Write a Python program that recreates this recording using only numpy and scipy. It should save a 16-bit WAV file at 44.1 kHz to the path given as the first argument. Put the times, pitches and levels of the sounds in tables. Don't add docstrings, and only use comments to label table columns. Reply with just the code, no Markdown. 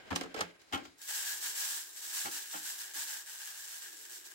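import sys
import numpy as np
from scipy import signal
from scipy.fft import rfft, irfft, next_fast_len
from scipy.io import wavfile
from scipy.ndimage import uniform_filter1d, map_coordinates

SR = 44100
rng = np.random.default_rng(int(sys.argv[2]) if len(sys.argv) > 2 else 0)


def transcribe(signal):
    frames = np.atleast_2d(signal).T
    limited = np.clip(frames, -1, 1)
    pcm = np.round(limited * 32767).astype(np.int16)
    wavfile.write(sys.argv[1], SR, pcm)


def gain_from_decibels(decibels):
    exponent = np.asarray(decibels, float) / 20
    return 10 ** exponent


N = 191495

# start_s, tick_level_db, slide_length_s, floor_weight_db
WRIST_STROKES = [(0.975, -58, 0.04, 5), (1.004, -52, 0.055, -7), (1.067, -40.5, 0.141, 2),
                 (1.246, -39.5, 0.054, 0.5), (1.401, -40.5, 0.073, 1.0), (1.54, -40, 0.133, 0),
                 (1.665, -44.1, 0.099, -2.5), (1.937, -47.5, 0.042, -2.5), (2.012, -45, 0.079, -1.5),
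                 (2.122, -38.5, 0.062, -1.5), (2.304, -40.5, 0.038, 1.5), (2.481, -46, 0.091, 1.0),
                 (2.622, -43, 0.072, 0.5), (2.766, -43.5, 0.022, 2), (2.93, -41.5, 0.066, 0.5),
                 (3.031, -46.5, 0.117, 2.0), (3.248, -49.5, 0.103, 1.5), (3.366, -49, 0.151, 2),
                 (3.563, -47.5, 0.022, -0.5), (3.627, -51.5, 0.101, -1), (3.673, -52, 0.12, 2.5),
                 (3.801, -51.5, 0.074, 1.5), (3.915, -54, 0.157, 0.5), (4.082, -51.5, 0.072, -1),
                 (4.202, -56.5, 0.072, 5)]
STROKE_RISE_S, STROKE_FALL_DB_PER_S = 0.022, 88
FULL_SHAKING_DB = -42
# start_s, peak_db, left_right_db
STRAY_GEMS = [(3.3188, -37, 0.0), (3.4181, -36, -1.5), (3.4325, -36, -1.0), (3.4739, -34, 0.5),
              (3.5453, -37, -1.0), (3.5782, -38, -1.0), (3.6445, -39, -1.0), (3.6835, -37, -1.0),
              (3.7094, -37, -1.0), (3.7817, -36, 0.0), (3.8216, -36, 0.0), (3.8266, -36, -1.5),
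              (3.8715, -37, -1.0), (4.0122, -39, 0.0), (4.0541, -38, -0.5), (4.0975, -40, -1.0),
              (4.1215, -41, -1.0), (4.125, -39, -2.0), (4.1793, -37, -0.5), (4.2716, -40, -0.5),
              (4.314, -39, 4.0), (4.3195, -39, 0.5)]
# frequency_hz, gain_db
TICK_COLOUR_LEFT = [(300, -40), (1000, -15.5), (2100, -16.5), (3600, -13), (4500, -13.5), (5500, -6.5),
                    (6800, -6.5), (7500, -1), (9000, -12), (10300, -11.5), (11500, -10), (13000, -11),
                    (14500, -25), (15600, -9.5)]
# frequency_hz, gain_db
TICK_COLOUR_RIGHT = [(300, -40), (1000, -17), (2200, -14.5), (3800, -5), (4800, -4.5), (5800, -4),
                     (7000, -4.5), (7900, -2.5), (9000, -4), (10800, -12.5), (12200, -7), (13200, -6.5),
                     (14500, -7), (15600, -8.5)]
# pitch_hz, width_hz, level_db
FLOOR_MODES_LEFT = [(894, 207, -8.5), (1154, 150, -12.5), (1636, 144, 4.5), (2430, 160, -5.5),
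                    (2950, 340, -4.5), (4200, 280, -20.5)]
# pitch_hz, width_hz, level_db
FLOOR_MODES_RIGHT = [(920, 130, -8.5), (1535, 100, 1), (1752, 350, 1.5), (2420, 78, -7.5), (2770, 480, -9)]
# start_s, level_db, length_s
GRIP_SHIFTS = [
    (3.8, -69, 0.18),
]

# start_s, low_body_db, then relative to it high_body_db and crack_db,
# and left_right_db
LID_CONTACTS = [
    (0.104, -41.5, 6.5, -4, 3),
    (0.109, -32, -1, -9, 3),
    (0.116, -31, -0.5, -21, 4),
    (0.126, -34, -1, -17, -12),
    (0.154, -45, 8, 9, 1.5),
    (0.159, -30, 4, 8.5, -2),
    (0.21, -30, -2.5, -2, -2),
    (0.235, -32.5, -9, -10, 2),
    (0.257, -37.5, -7.5, -29, -1),
]
LID_SETTLING = [
    (0.342, -29.5, -5.5, -7, -4),
    (0.361, -32.5, -9, -10, 4),
    (0.369, -41, -12, -16, -4),
    (0.388, -28.5, -3, -10, -1.5),
    (0.406, -27.5, 3, 4, -1.5),
    (0.412, -30.5, -0.5, -22, 1),
]
HAND_CATCHES = [
    (0.724, -31.5, 1.5, -3.5, 1.7),
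    (2.247, -37, -2, -2, 1.1),
    (2.531, -41, -1.5, -25, 1.6),
    (2.947, -58.5, 3, -17, 2),
]
LIGHT_TRAY_SOUNDS = [
    (0.615, -63, -15, 9, -2),
    (0.672, -63, -8, -18, 6),
    (0.713, -51, -12, -10, 0),
    (.775, -35.5, -12, -12, -2),
    (0.851, -49, -0.5, 0.5, 1),
    (4.184, -70, -12, -14, 0),
]
# delay_s, level_db
FINGER_LANDINGS = [
    (0, -3),
    (.008, 2),
    (.02, -0.5),
    (.031, -7.5),
]
# pitch_hz, width_hz, level_db
LID_LOW_MODES = [(269, 36, 4.5), (350, 29, 1), (442, 43, -1), (538, 20, 3.5), (615, 100, -9), (716, 96, -4)]
# pitch_hz, width_hz, level_db
FLAT_LID_LOW_MODES = [(274, 35, -5), (344, 27, -4), (437, 58, -3), (530, 130, -6.5), (664, 130, -8)]
# pitch_hz, width_hz, level_db
LID_HIGH_MODES = [(890, 440, -5.5), (1215, 186, 2.5), (1317, 124, 2), (1690, 146, 0), (2120, 950, -5.5),
                  (2700, 1120, -5), (3170, 610, -7.5)]
# pitch_hz, width_hz, level_db
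TRAY_LOW_MODES = [(280, 31, 0.5), (335, 37, 2.5), (397, 160, -10.5), (560, 184, -12), (810, 64, 0.5)]
# pitch_hz, width_hz, level_db
TRAY_HIGH_MODES = [(1075, 33, -0.5), (1370, 45, 7), (1670, 500, -13), (1720, 280, -3.5), (2320, 490, -10),
                   (2610, 210, -6), (3230, 260, -5.5)]
# frequency_hz, gain_db
CRACK_COLOUR = [(1500, -37), (3000, 1), (5500, 1), (8000, -3.5), (10000, -9.5), (13000, -16), (16000, -16)]
# frequency_hz, gain_db
JOLT_COLOUR = [(2000, -1), (3500, -2.5), (6000, -1), (8500, -7.5), (11000, -13), (16000, -15)]

# start_s, body_db, length_s, hiss_over_body_db
RUB_MOVES = [
    (-.05, -58, 0.54, -13.5),
    (0.106, -53, 0.11, -7),
    (0.358, -46.5, 0.049, -11),
    (0.436, -68, 0.12, -10),
    (0.59, -70.5, 0.16, -2.5),
    (0.74, -52, 0.066, -12),
    (0.83, -65.5, 0.029, 1),
    (0.902, -75, 0.064, 0.5),
]
RUB_RISE_S, RUB_FALL_DB_PER_S = 0.0067, 204
# frequency_hz, gain_db
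RUB_BODY_COLOUR = [(200, -8.5), (350, -3.5), (650, -3.5), (900, -10), (1300, -10), (1480, -8), (1600, 0),
                   (1750, -12), (2100, -5.5), (2600, -11), (3100, -9), (4000, -22), (5000, -43)]
# frequency_hz, gain_db
RUB_HISS_COLOUR = [(3000, -17), (4000, -4.5), (4600, -9.5), (5000, -5), (5400, -9), (5800, -15),
                   (6600, -9.5), (8000, -14.5), (9500, -31.5), (15500, -25.5)]

# start_s, low_mode_db, upper_mode_db
DESK_PUSHES = [(0.114, -28.5, -41), (0.124, -32, -36.5), (0.247, -50, -51), (0.388, -61, -70),
               (0.409, -38.5, -44), (0.43, -50, -43.5), (0.735, -32, -50.5), (0.876, -52, -69),
               (2.254, -45, -66), (2.54, -78, -56), (2.969, -61, -71)]
# pitch_hz, width_hz, level_db (the pushes set the level instead)
DESK_TOP_MODES = [(86, 28.6, -0.5), (174, 9.1, 2)]
# frequency_hz, decay_60db_s
ROOM_DECAY = [(100, 0.34), (300, 0.44), (800, 0.18), (2000, 0.15), (8000, 0.11), (16000, 0.15)]
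# frequency_hz, likeness (0 to 1)
ROOM_LIKENESS = [(100, 0.78), (400, 0), (1500, 0.68), (4000, 0.11)]
# frequency_hz, gain_db
AIR_COLOUR = [(20, -20), (40, 3.5), (90, 0.5), (125, -3.5), (210, -10), (330, 3.5), (800, 0.5), (2000, 4.5),
              (3500, -3.5), (5500, -26), (7000, -17), (9500, -5), (15500, -23)]


def unit(x):
    return x / np.sqrt(np.mean(x ** 2) + 1e-20)


def along(points, hz):
    f, v = np.transpose(points)
    return np.interp(np.log(hz + 1), np.log(f + 1), v)


def wobble(rate):
    knots = rng.standard_normal(int(N * rate / SR) + 4)
    return map_coordinates(knots, [np.arange(N) * rate / SR])


def filtered(x, response):
    m = next_fast_len(N + SR // 2)
    h = response(np.fft.rfftfreq(m, 1 / SR))
    gain = unit(np.abs(h))
    return irfft(rfft(x, m) * gain * np.exp(1j * np.angle(h)), m)[..., :N]


def modes(table):
    def response(f):
        total = 0
        for k, (centre, width, db) in enumerate(table):
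            resonance = 1j * f * width / (centre * centre - f * f + 1j * f * width)
            total = total + (-1) ** k * gain_from_decibels(db) * resonance
        return total
    return response


def colour(points):
    return lambda f: gain_from_decibels(along(points, f))


def correlate(a, b, alike):
    turn = np.arccos(np.clip(alike, -1, 1)) / 2
    return np.array([np.cos(turn) * a + np.sin(turn) * b, np.cos(turn) * a - np.sin(turn) * b])


def pair(alike, size=N):
    a, b = rng.standard_normal((2, size))
    return correlate(a, b, alike)


def strokes(rows, rise, fall_db):
    s, db, length = np.transpose(rows)[:, :, None]
    t = np.arange(0, N + 64, 64) / SR
    since = np.maximum(t - s, 0)
    fade = gain_from_decibels(db - fall_db * np.maximum(since - length, 0))
    power = ((1 - np.exp(-since / rise)) * fade) ** 2
    return np.interp(np.arange(N) / SR, t, 10 * np.log10(power.sum(0) + 1e-12))


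def shower(tick_db, count, crowding, spread_db, spacing):
    rate = gain_from_decibels(crowding * tick_db) * (tick_db > -100)
    when, sign, tail, where = rng.random((count, 4)).T
    at = np.searchsorted(np.cumsum(rate) / rate.sum(), when).clip(0, N - 1)
    luck = np.sign(sign - 0.5) * unit(gain_from_decibels(-spread_db * np.log(tail + 4e-3)))
    size = luck * gain_from_decibels(tick_db[at]) / np.sqrt(count * rate[at] / rate.sum())
    delay = np.round(spacing * (2 * where - 0.8)).astype(int)
    return np.array([at, at + delay]), np.array([size, size])


def ticks(at, size, life, ring):
    blow = np.array([np.bincount(np.clip(at[k], 0, N - 1), size[k], N) for k in range(2)])
    fade = gain_from_decibels(-60 * np.arange(300) / SR / life) ** 2
    power = signal.fftconvolve(blow ** 2, fade[None] / fade.sum(), axes=1)[:, :N]
    return blow + ring * np.sqrt(np.abs(power)) * pair(0)


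def stray_gems():
    s, db, pan_db = np.transpose(STRAY_GEMS)
    at = np.round(s * SR).astype(int)
    size = gain_from_decibels(db - 1.5 + np.array([pan_db, -pan_db]) / 2)
    return ticks(np.array([at, at + 6]), size, life=0.009, ring=4)


def impacts(count, spread_db, lag, scatter):
    when, sign, tail, where = rng.random((count, 4)).T
    size = np.sign(sign - 0.5) * gain_from_decibels(-spread_db * np.log(tail + 1e-4))
    at = (when * N).astype(int)
    delay = np.round(lag + scatter * (2 * where - 1)).astype(int)
    later = np.clip(at + delay, 0, N - 1)
    return unit(np.array([np.bincount(at, size, N), np.bincount(later, size, N)]))


def tray_floor(clumps, single):
    s, db, length, weight_db = np.transpose(WRIST_STROKES)
    late_s = 0.0025
    rows = np.transpose([s + late_s, db + weight_db, length])
    level_db = -10.5 + strokes(rows, STROKE_RISE_S, STROKE_FALL_DB_PER_S)
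    pushes = impacts(count=9000, spread_db=1.5, lag=8.5, scatter=1.4) + 0.72 * pair(0.7)
    ragged_db = 1.4 * wobble(39.93)
    pushes = pushes * gain_from_decibels(level_db + clumps + ragged_db) + gain_from_decibels(-14.0) * single
    sides = []
    for push, table, side_db in zip(pushes, (FLOOR_MODES_LEFT, FLOOR_MODES_RIGHT), (3.5, -0.6)):
        resonance = modes(table)
        sides.append(gain_from_decibels(side_db) * filtered(push, lambda f: resonance(f) * f / (f + 600)))
    return np.array(sides)


def tray_drum(tick_db):
    effort = uniform_filter1d(gain_from_decibels(tick_db - FULL_SHAKING_DB), round(0.43 * SR))
    drive = gain_from_decibels(-71.5) * effort + gain_from_decibels(strokes(GRIP_SHIFTS, rise=0.09, fall_db=26))
    skin = modes([(326, 160, 0.97), (424, 350, -3.1)])
    return drive * gain_from_decibels(0.53 * wobble(6.84)) * filtered(pair(0.22), lambda f: skin(f) ** 2)


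def gems():
    s, db, length, _ = np.transpose(WRIST_STROKES)
    tick_db = strokes(np.transpose([s, db, length]), STROKE_RISE_S, STROKE_FALL_DB_PER_S)
    tremor_db = 0.5 + 0.05 * np.clip(FULL_SHAKING_DB - tick_db, 0, 12)
    clumps = tremor_db * wobble(45) + 0.5 * wobble(70)
    at, size = shower(tick_db, count=45000, crowding=0.9, spread_db=2.3, spacing=25)
    hits = gain_from_decibels(clumps - 5.5) * ticks(at, size, life=0.003, ring=3.05)
    single = stray_gems()
    left, right = hits + single
    bright = np.array([filtered(left, colour(TICK_COLOUR_LEFT)), filtered(right, colour(TICK_COLOUR_RIGHT))])
    return bright + tray_floor(clumps, single) + tray_drum(tick_db)


def knocks(contacts, low, high, edge, life, alike, lag, rise):
    t = np.arange(SR // 4) / SR
    soft, hard, crack = np.zeros((3, 2, N + len(t)))
    for s, db, high_db, crack_db, pan_db in contacts:
        start = round(s * SR)
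        at = slice(start, start + len(t))
        gain = gain_from_decibels(db + np.array([[pan_db], [-pan_db]]) / 2) * (1 - np.exp(-t / rise))
        soft[:, at] += gain * gain_from_decibels(-60 * t / life) * pair(alike, size=len(t))
        hard[:, at] += gain * gain_from_decibels(high_db - 60 * t / (1.46 * life)) * pair(alike, size=len(t))
        crack[:, at] += gain * gain_from_decibels(crack_db - 60 * t / (0.84 * life)) * pair(0.062, size=len(t))
    body = filtered(soft[:, :N], modes(low)) + filtered(hard[:, :N], modes(high))
    left, right = body + filtered(crack[:, :N], colour(edge))
    return np.array([left, np.roll(right, lag)])


def lid_knocks():
    landing = knocks(LID_CONTACTS, LID_LOW_MODES, LID_HIGH_MODES, CRACK_COLOUR,
                     life=0.025, alike=0.34, lag=13, rise=0.00061)
    settling = knocks(LID_SETTLING, FLAT_LID_LOW_MODES, LID_HIGH_MODES, CRACK_COLOUR,
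                      life=0.036, alike=0.97, lag=12, rise=0.0023)
    return landing + settling


def hand_knocks():
    catches = [(s + late, db + less_db, *rest)
               for s, db, *rest in HAND_CATCHES for late, less_db in FINGER_LANDINGS]
    return knocks([*catches, *LIGHT_TRAY_SOUNDS], TRAY_LOW_MODES, TRAY_HIGH_MODES, JOLT_COLOUR,
                  life=0.053, alike=0.67, lag=17, rise=0.0012)


def rubbing():
    s, db, length, over_db = np.transpose(RUB_MOVES)
    body_db = strokes(np.transpose([s, db, length]), RUB_RISE_S, RUB_FALL_DB_PER_S)
    hiss_db = strokes(np.transpose([s, db + over_db, length]), RUB_RISE_S, RUB_FALL_DB_PER_S)
    grain = 1.6 * wobble(45)
    body = gain_from_decibels(body_db + 1.5 + grain) * filtered(pair(0.067), colour(RUB_BODY_COLOUR))
    hiss = gain_from_decibels(hiss_db + 5 + grain) * filtered(pair(0.06), colour(RUB_HISS_COLOUR))
    return body + hiss


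def desk():
    t = np.arange(SR // 3) / SR
    top = np.zeros(N + len(t))
    onset = 1 - np.exp(-t / 0.012)
    for s, *strengths in DESK_PUSHES:
        start = round(s * SR)
        for db, (hz, width, _) in zip(strengths, DESK_TOP_MODES):
            decay = np.exp(-np.pi * width * t)
            top[start:start + len(t)] += gain_from_decibels(db) * decay * onset * np.sin(2 * np.pi * hz * t)
    return top[:N] * gain_from_decibels([[-0.7], [0.7]])


def room(x):
    hz, t, (a, b) = signal.stft(rng.standard_normal((2, SR // 2)), SR, nperseg=256)
    z = correlate(a, b, along(ROOM_LIKENESS, hz)[:, None])
    decay = gain_from_decibels(-60 * t / along(ROOM_DECAY, hz)[:, None])
    tail = signal.istft(z * decay, SR, nperseg=256)[1]
    late = np.pad(x, ((0, 0), (130, 0)))
    return signal.fftconvolve(late, tail / np.linalg.norm(tail[0]), axes=1)[:, :N]


def air():
    return gain_from_decibels(-69.5) * filtered(pair(0.043), colour(AIR_COLOUR))


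def scene():
    rattle = gems()
    hits = lid_knocks() + hand_knocks()
    reverberation = room(gain_from_decibels(-7.5) * hits + gain_from_decibels(-10.5) * rattle)
    return rattle + hits + rubbing() + desk() + reverberation + air()


def band_limit(x):
    return signal.sosfilt(signal.butter(12, 16940, fs=SR, output="sos"), x)


def record(dry):
    hz = np.fft.rfftfreq(N, 1 / SR)
    bass = hz / np.hypot(hz, 35)
    treble = np.where(hz < 15800, 1, gain_from_decibels(-48))
    mix = irfft(rfft(dry) * bass * treble, N)
    return band_limit(mix)


dry = scene()
out = record(dry)
transcribe(out)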